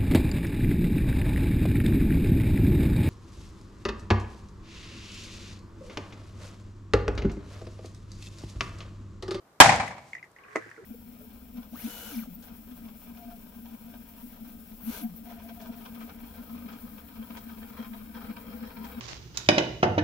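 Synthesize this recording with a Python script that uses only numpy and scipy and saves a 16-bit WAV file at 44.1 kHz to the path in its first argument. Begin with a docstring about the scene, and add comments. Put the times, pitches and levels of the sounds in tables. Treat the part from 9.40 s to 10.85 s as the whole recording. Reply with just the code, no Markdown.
"""Capacitor bursting under a bucket

A capacitor bursts under an upturned bucket on a board. The bang rings the bucket, comes back from the
walls in separate echoes and dies away. The bucket rocks with small ticks, rolls, falls over with a knock
and settles with soft thuds, over a quiet background. The bang clips the two-port camera microphone."""
import sys
import numpy as np
from scipy import signal
from scipy.fft import rfft, irfft
from scipy.io import wavfile

SR = 44100
rng = np.random.default_rng(int(sys.argv[2]) if len(sys.argv) > 2 else 0)


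def master_out(mix):
    """Clip the mix to full scale and print it as 16-bit PCM to the path in sys.argv[1]."""
    frames = np.transpose(np.atleast_2d(mix))
    ceiling = np.clip(frames, -1, 1)
    pcm = np.round(ceiling * 32767).astype(np.int16)
    wavfile.write(sys.argv[1], SR, pcm)


N = 63945
T = np.arange(N) / SR
BANG_S, FALL_S = .2018, 1.155

# Colour of the blast: frequency_hz, density_db
BLAST_COLOUR = [(18, -50.5), (30, -14.5), (171, -14.5), (275, -1.5), (480, -21.5), (662, 0.5), (978, 3),
                (1300, -6.5), (1690, -1.5), (1870, -9), (2370, -3), (2650, -15.5), (3200, -8.5),
                (3700, -19.5), (7830, -21), (15000, -40)]
# Echoes off the walls: start_s, level_db, t60_s, left_minus_right_db
WALL_ECHOES = [(0.2215, -7, 0.013, 12), (.244, -20, 0.054, 14), (0.258, -11.5, 0.068, 4.5),
               (0.2905, -10.5, 0.1, 3), (0.320, -20.5, 0.25, 2), (.397, -23, .12, 1.5),
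               (.406, -35.5, 0.082, 1), (.428, -37, 0.36, 5), (0.505, -41.5, 0.24, 1),
               (.565, -53.5, 0.99, -0.5), (0.580, -38.5, 0.033, -5.5)]
# Colour of the echoes: frequency_hz, density_db
ECHO_COLOUR = [(35, -41), (60, -19), (156, -9), (395, -25), (803, -4), (959, -4), (1370, -16), (2280, -11),
               (2720, -25), (4630, -29.5), (8420, -34.5), (12000, -62.5), (15600, -86.5)]
# Colour of the reverberation: frequency_hz, density_db
REVERB_COLOUR = [(18, -63), (30, -27.5), (228, -16.5), (384, -28.5), (524, -16), (716, -7.5), (794, -2.5),
                 (1110, -12.5), (1690, -14), (3680, -24.5), (7240, -24), (11900, -37.5), (15000, -71)]
# Decay of the reverberation: frequency_hz, t60_s
REVERB_T60 = [(60, 0.41), (150, 0.66), (400, 0.95), (800, 0.26), (2000, 0.54), (4000, 0.48), (8000, 0.39),
              (12000, 0.072)]
# Stereo width of the diffuse sound: frequency_hz, side_minus_mid_db
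STEREO_WIDTH = [(60, -12.5), (110, -20.5), (200, -15), (380, -9.5), (690, -11.5), (1280, -1.5),
                (2360, -2.5), (4350, 1), (8020, 0), (14800, -4)]
# Blows of the bucket on the ground: start_s, level_db, contact_ms
FALL_BLOWS = [(1.1545, -34, .15), (1.1574, -16, .35), (1.1593, -14, .25), (1.1648, -25, .5),
              (1.167, -20, .25), (1.176, -32, .8)]
# Modes of the bucket: pitch_hz, level_db, t60_s
BUCKET_MODES = [(256, -45, 0.041), (332, 1, 0.034), (445.4, -15.5, 0.15), (520, -18.5, 0.08),
                (680, 2.5, 0.0072), (990, -12, 0.0049), (1264, 0, 0.011), (1884, -1, 0.015),
                (1998, -4, 0.019)]
# Ticks of the rocking bucket: start_s, level_db, pitch_hz, left_minus_right_db, t60_s, rattle_share
ROCKING_TICKS = [(0.4765, -27, 1940, 0, 0.021, 0.58), (0.492, -40, 1900, 6, 0.0078, 0.5),
                 (0.512, -38.5, 1800, -8, 0.01, 0.9), (0.7318, -26, 2133, -0.5, 0.011, 0.02),
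                 (0.75, -29, 1967, 2, 0.015, 0.17), (0.7668, -37, 1967, -1, 0.016, 0.1),
                 (.7804, -40, 2150, 3, 0.023, 0.5), (0.7939, -48, 2320, 3, 0.017, 0.1),
                 (0.827, -34.5, 2073, 0, 0.023, 0), (0.8405, -42.5, 1900, 2, 0.027, 0.1),
                 (0.9619, -42.5, 1930, 0, 0.036, 0.5), (0.9845, -45.5, 2159, 2, 0.032, 0.54),
                 (1.036, -50.5, 2480, 8.5, 0.018, 0.1), (1.0844, -47, 1763, -14, 0.005, 0.7),
                 (1.108, -44, 2090, -3, 0.0078, 0.54), (1.1291, -41.5, 1780, -4, 0.0055, 0.6),
                 (1.2237, -40, 1710, -2, 0.008, 0.3), (1.238, -41, 1770, -3, 0.044, 0.86),
                 (1.2915, -41.5, 1780, -11, 0.0054, 0.8), (1.3137, -35, 1850, 2, 0.009, 0.63),
                 (1.3632, -45, 2010, 0, 0.012, 0.1), (1.3776, -44.5, 1390, -7, 0.042, 0.67),
                 (1.445, -49, 1870, -4, 0.015, 0.64)]
# Hollow thuds: start_s, level_db, pitch_hz, width_hz, rise_s, t60_s
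SETTLING_THUDS = [(1.4, -43, 382, 79, 0.024, 0.19), (1.257, -43, 348, 270, 0.0047, 0.11),
                  (1.374, -44.5, 455, 63, 0.012, 0.17), (1.373, -50, 310, 103, 0.0065, 0.14),
                  (2, -54, 393, 86, 0.018, 0.27), (1.425, -51.5, 220, 210, 0.0046, 0.16),
                  (1.423, -49.5, 105, 67, 0.014, 0.15)]
# Course of the roll: time_s, level_db
ROLL_LEVEL = [(.93, -86), (1.0, -59), (1.08, -53.5), (1.15, -49.5), (1.21, -50), (1.255, -49),
              (1.33, -54.5), (1.45, -61.5)]
# Resonances of the rolling bucket: pitch_hz, width_hz, level_db
ROLL_RESONANCES = [(430, 100, -4.5), (1110, 67, 1.5), (1660, 310, 2), (1920, 210, -4), (2220, 110, -11)]
# Crackles of debris: start_s, level_db
DEBRIS_CRACKLES = [(.291, -53), (0.36, -34), (0.48, -46.5), (.85, -64), (0.915, -62), (1.301, -57)]
# Course of the faint hiss: time_s, level_db
HISS_LEVEL = [(.4, -111), (.47, -51.5), (.55, -73), (.63, -69.5), (.68, -63), (.75, -65), (.79, -86),
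              (1.0, -88), (1.15, -64.5), (1.3, -69), (1.45, -75)]
# Colour of the background: frequency_hz, density_db
BACKGROUND_COLOUR = [(18, -41.5), (30, -18), (147, -10.5), (234, -16), (281, -12.5), (1200, -17),
                     (2630, -32.5), (3880, -34), (13500, -40), (15000, -40.5)]


def undb(db):
    """Decibels to gain."""
    return 10 ** (np.asarray(db) / 20)


def on_log(table, hz):
    """Read a table of frequency_hz, value on a log frequency axis."""
    knots_hz, values = np.array(table).T
    return np.interp(np.log(hz), np.log(knots_hz), values)


def unit(x):
    """Scale to rms 1."""
    return x / np.sqrt(np.mean(x ** 2))


def decay(start_s, t60_s, rise_s=1e-9):
    """Silence until the start, a rise, then an exponential fall."""
    age = np.maximum(T - start_s, 0)
    return (1 - np.exp(-age / rise_s)) * 1000. ** (-age / t60_s)


def pan(left_minus_right_db):
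    """Left and right gains."""
    return undb(np.array([[.5], [-.5]]) * left_minus_right_db)


def band(low_hz, high_hz):
    """Left and right noise in one band, half alike."""
    white = rng.standard_normal((3, N))
    bandpass = signal.butter(2, [low_hz, high_hz], "band", fs=SR, output="sos")
    return unit(signal.sosfilt(bandpass, white[:2] + white[2]))


def diffuse_noise(colour):
    """Left and right noise of the given colour, alike in the bass."""
    hz = np.maximum(np.arange(N // 2 + 1) * SR / N, 1)
    mid, side = rfft(rng.standard_normal((2, N))) * undb(on_log(colour, hz))
    side = side * undb(on_log(STEREO_WIDTH, hz))
    return unit(irfft(np.array([mid + side, mid - side]), N))


def in_room(direct, room_db, t60_s):
    """Direct sound plus a short room tail that differs left and right."""
    tail = rng.standard_normal((2, SR // 4)) * 1000. ** (-T[:SR // 4] / t60_s)
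    tail = tail / np.sqrt(np.sum(tail ** 2, axis=1, keepdims=True))
    return direct + undb(room_db) * signal.fftconvolve(direct, tail, axes=1)[:, :N]


def capacitor_burst():
    """The burst reaches the microphone as an N-shaped shock and a short blast of noise."""
    shock_s = .00078
    progress = (T - BANG_S) / shock_s
    shock = undb(2) * (1 - 2 * progress) * (progress >= 0) * (progress < 1)
    blast = undb(13) * decay(BANG_S, t60_s=.055) * diffuse_noise(BLAST_COLOUR)
    return shock + blast


def wall_echoes():
    """The walls return the bang, each echo carrying the ring of the air in the bucket."""
    out, cavity_hz = 0, 780
    noise = diffuse_noise(ECHO_COLOUR)
    for start, db, t60, pan_db in WALL_ECHOES:
        ring = undb(3.5) * decay(start, t60_s=.14) * np.sin(2 * np.pi * cavity_hz * (T - start))
        out = out + undb(db) * pan(pan_db) * decay(start, t60, rise_s=.002) * (noise + ring)
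    return out


def reverberation():
    """The bang dies away in a late rumble, a far tail and octave bands that fade at their own pace."""
    rumble = undb(-19.5) * band(64.5, 167.7)[0] * decay(BANG_S, t60_s=.67, rise_s=.12)
    far_tail = undb(-43) * band(500, 2234) * decay(BANG_S, t60_s=.62)
    spectrum = rfft(diffuse_noise(REVERB_COLOUR))
    hz = np.maximum(np.arange(N // 2 + 1) * SR / N, 1)
    tail = 0
    for centre_hz in 2. ** np.arange(5, 15):
        octave = np.cos(np.pi / 2 * np.clip(np.log2(hz / centre_hz), -1, 1)) ** 2
        tail = tail + irfft(spectrum * octave, N) * decay(BANG_S, on_log(REVERB_T60, centre_hz))
    return rumble + far_tail + undb(-9.5) * tail


def bucket_fall():
    """Half-sine blows on the ground ring the bucket with a crack; a longer contact rings duller."""
    push = crack_level = 0
    for start, db, contact_ms in FALL_BLOWS:
        progress = np.clip((T - start) * 1000 / contact_ms, 0, 1)
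        push += undb(db) * np.sin(np.pi * progress) / (contact_ms * SR / 1000)
        crack_level += undb(db - 47.5) * decay(start, t60_s=.045)
        crack_level += undb(2 * db - 12) * decay(start, t60_s=.016)  # hard blows snap far more
    modes = sum(undb(db) * decay(0, t60) * np.sin(2 * np.pi * hz * T) for hz, db, t60 in BUCKET_MODES)
    bandpass = signal.butter(4, [260, 2700], "band", fs=SR, output="sos")
    ring = signal.sosfilt(bandpass, signal.fftconvolve(push, modes)[:N])
    crack = band(4360, 7300) * crack_level
    return in_room((ring + crack) * pan(-.5), room_db=-5, t60_s=.13)


def bucket_rocking():
    """The bucket rocks in short pings, part tone and part rattle, each with a trace of crack."""
    out = 0
    crack = undb(-29) * band(4700, 7040)
    for start, db, hz, pan_db, t60, rattle_share in ROCKING_TICKS:
        rattle_share = np.clip(rattle_share, .3, 1)
        tone = (1 - rattle_share) * np.sin(2 * np.pi * hz * (T - start))
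        rattle = rattle_share * band(hz / 1.133, hz * 1.086)
        ping = decay(start, 2 * t60, rise_s=.0011) ** 2 * (tone + rattle + crack)
        out = out + undb(db) * pan(pan_db) * ping / np.abs(ping).max(axis=1, keepdims=True)
    return in_room(out, room_db=-4.5, t60_s=.12)


def bucket_settling():
    """The bucket's hollow low resonance swells in soft thuds, and the ground hums after the fall."""
    ground_hum = undb(-50) * decay(1.18, t60_s=.6, rise_s=.03) * np.sin(2 * np.pi * 110 * T)
    thuds = 0
    for start, db, hz, width, rise, t60 in SETTLING_THUDS:
        hollow = np.sin(2 * np.pi * hz * (T - start)) + band(hz - width / 2, hz + width / 2)
        thuds += undb(db) * decay(start, t60, rise) * hollow
    return ground_hum + thuds


def bucket_roll():
    """Gritty contact rings the bucket's resonances; the two lowest are damped once it lies on its side."""
    grain_samples, roughness_db = 200, 2
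    white = rng.standard_normal((2, N))
    grains = np.repeat(rng.standard_normal(N // grain_samples + 1), grain_samples)[:N]
    grit = white * undb(roughness_db * grains)
    rings = []
    for hz, width, db in ROLL_RESONANCES:
        ring = signal.lfilter(*signal.iirpeak(hz, hz / width, SR), grit)
        ring = signal.lfilter(*signal.iirpeak(hz, hz / (2 * width), SR), ring)  # steeper skirts
        rings.append(undb(db) * ring / np.sqrt(width))
    damping = np.where(T < FALL_S, 1, undb(-12))
    body = sum(rings[:2]) * damping + sum(rings[2:])
    return unit(body) * undb(np.interp(T, *np.array(ROLL_LEVEL).T)) * pan(-.5)


def debris():
    """Debris gives a few dry, high crackles."""
    return band(5000, 9500) * sum(undb(db) * decay(start, t60_s=.02) for start, db in DEBRIS_CRACKLES)


def hiss():
    """A faint hiss comes and goes after the bang."""
    return band(2800, 8000) * undb(np.interp(T, *np.array(HISS_LEVEL).T))


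def background():
    """The quiet, steady noise of the place."""
    return undb(-60.5) * diffuse_noise(BACKGROUND_COLOUR)


def scene():
    """Everything that reaches the microphone, left and right."""
    aftermath = hiss() + debris()
    bang = capacitor_burst() + wall_echoes() + reverberation()
    bucket = bucket_rocking() + bucket_fall() + bucket_settling() + bucket_roll()
    return bang + bucket + aftermath + background()


def record(dry):
    """The camera microphone drops the deep bass, its input clips hard, then the top is cut."""
    low_cut = signal.butter(2, 44.6, "high", fs=SR, output="sos")
    high_cut = signal.ellip(12, .2, 90, 15385, fs=SR, output="sos")
    clipped = np.clip(signal.sosfilt(low_cut, dry), -.9, .9)
    return signal.sosfilt(high_cut, clipped)


dry = scene()
out = record(dry)
master_out(out)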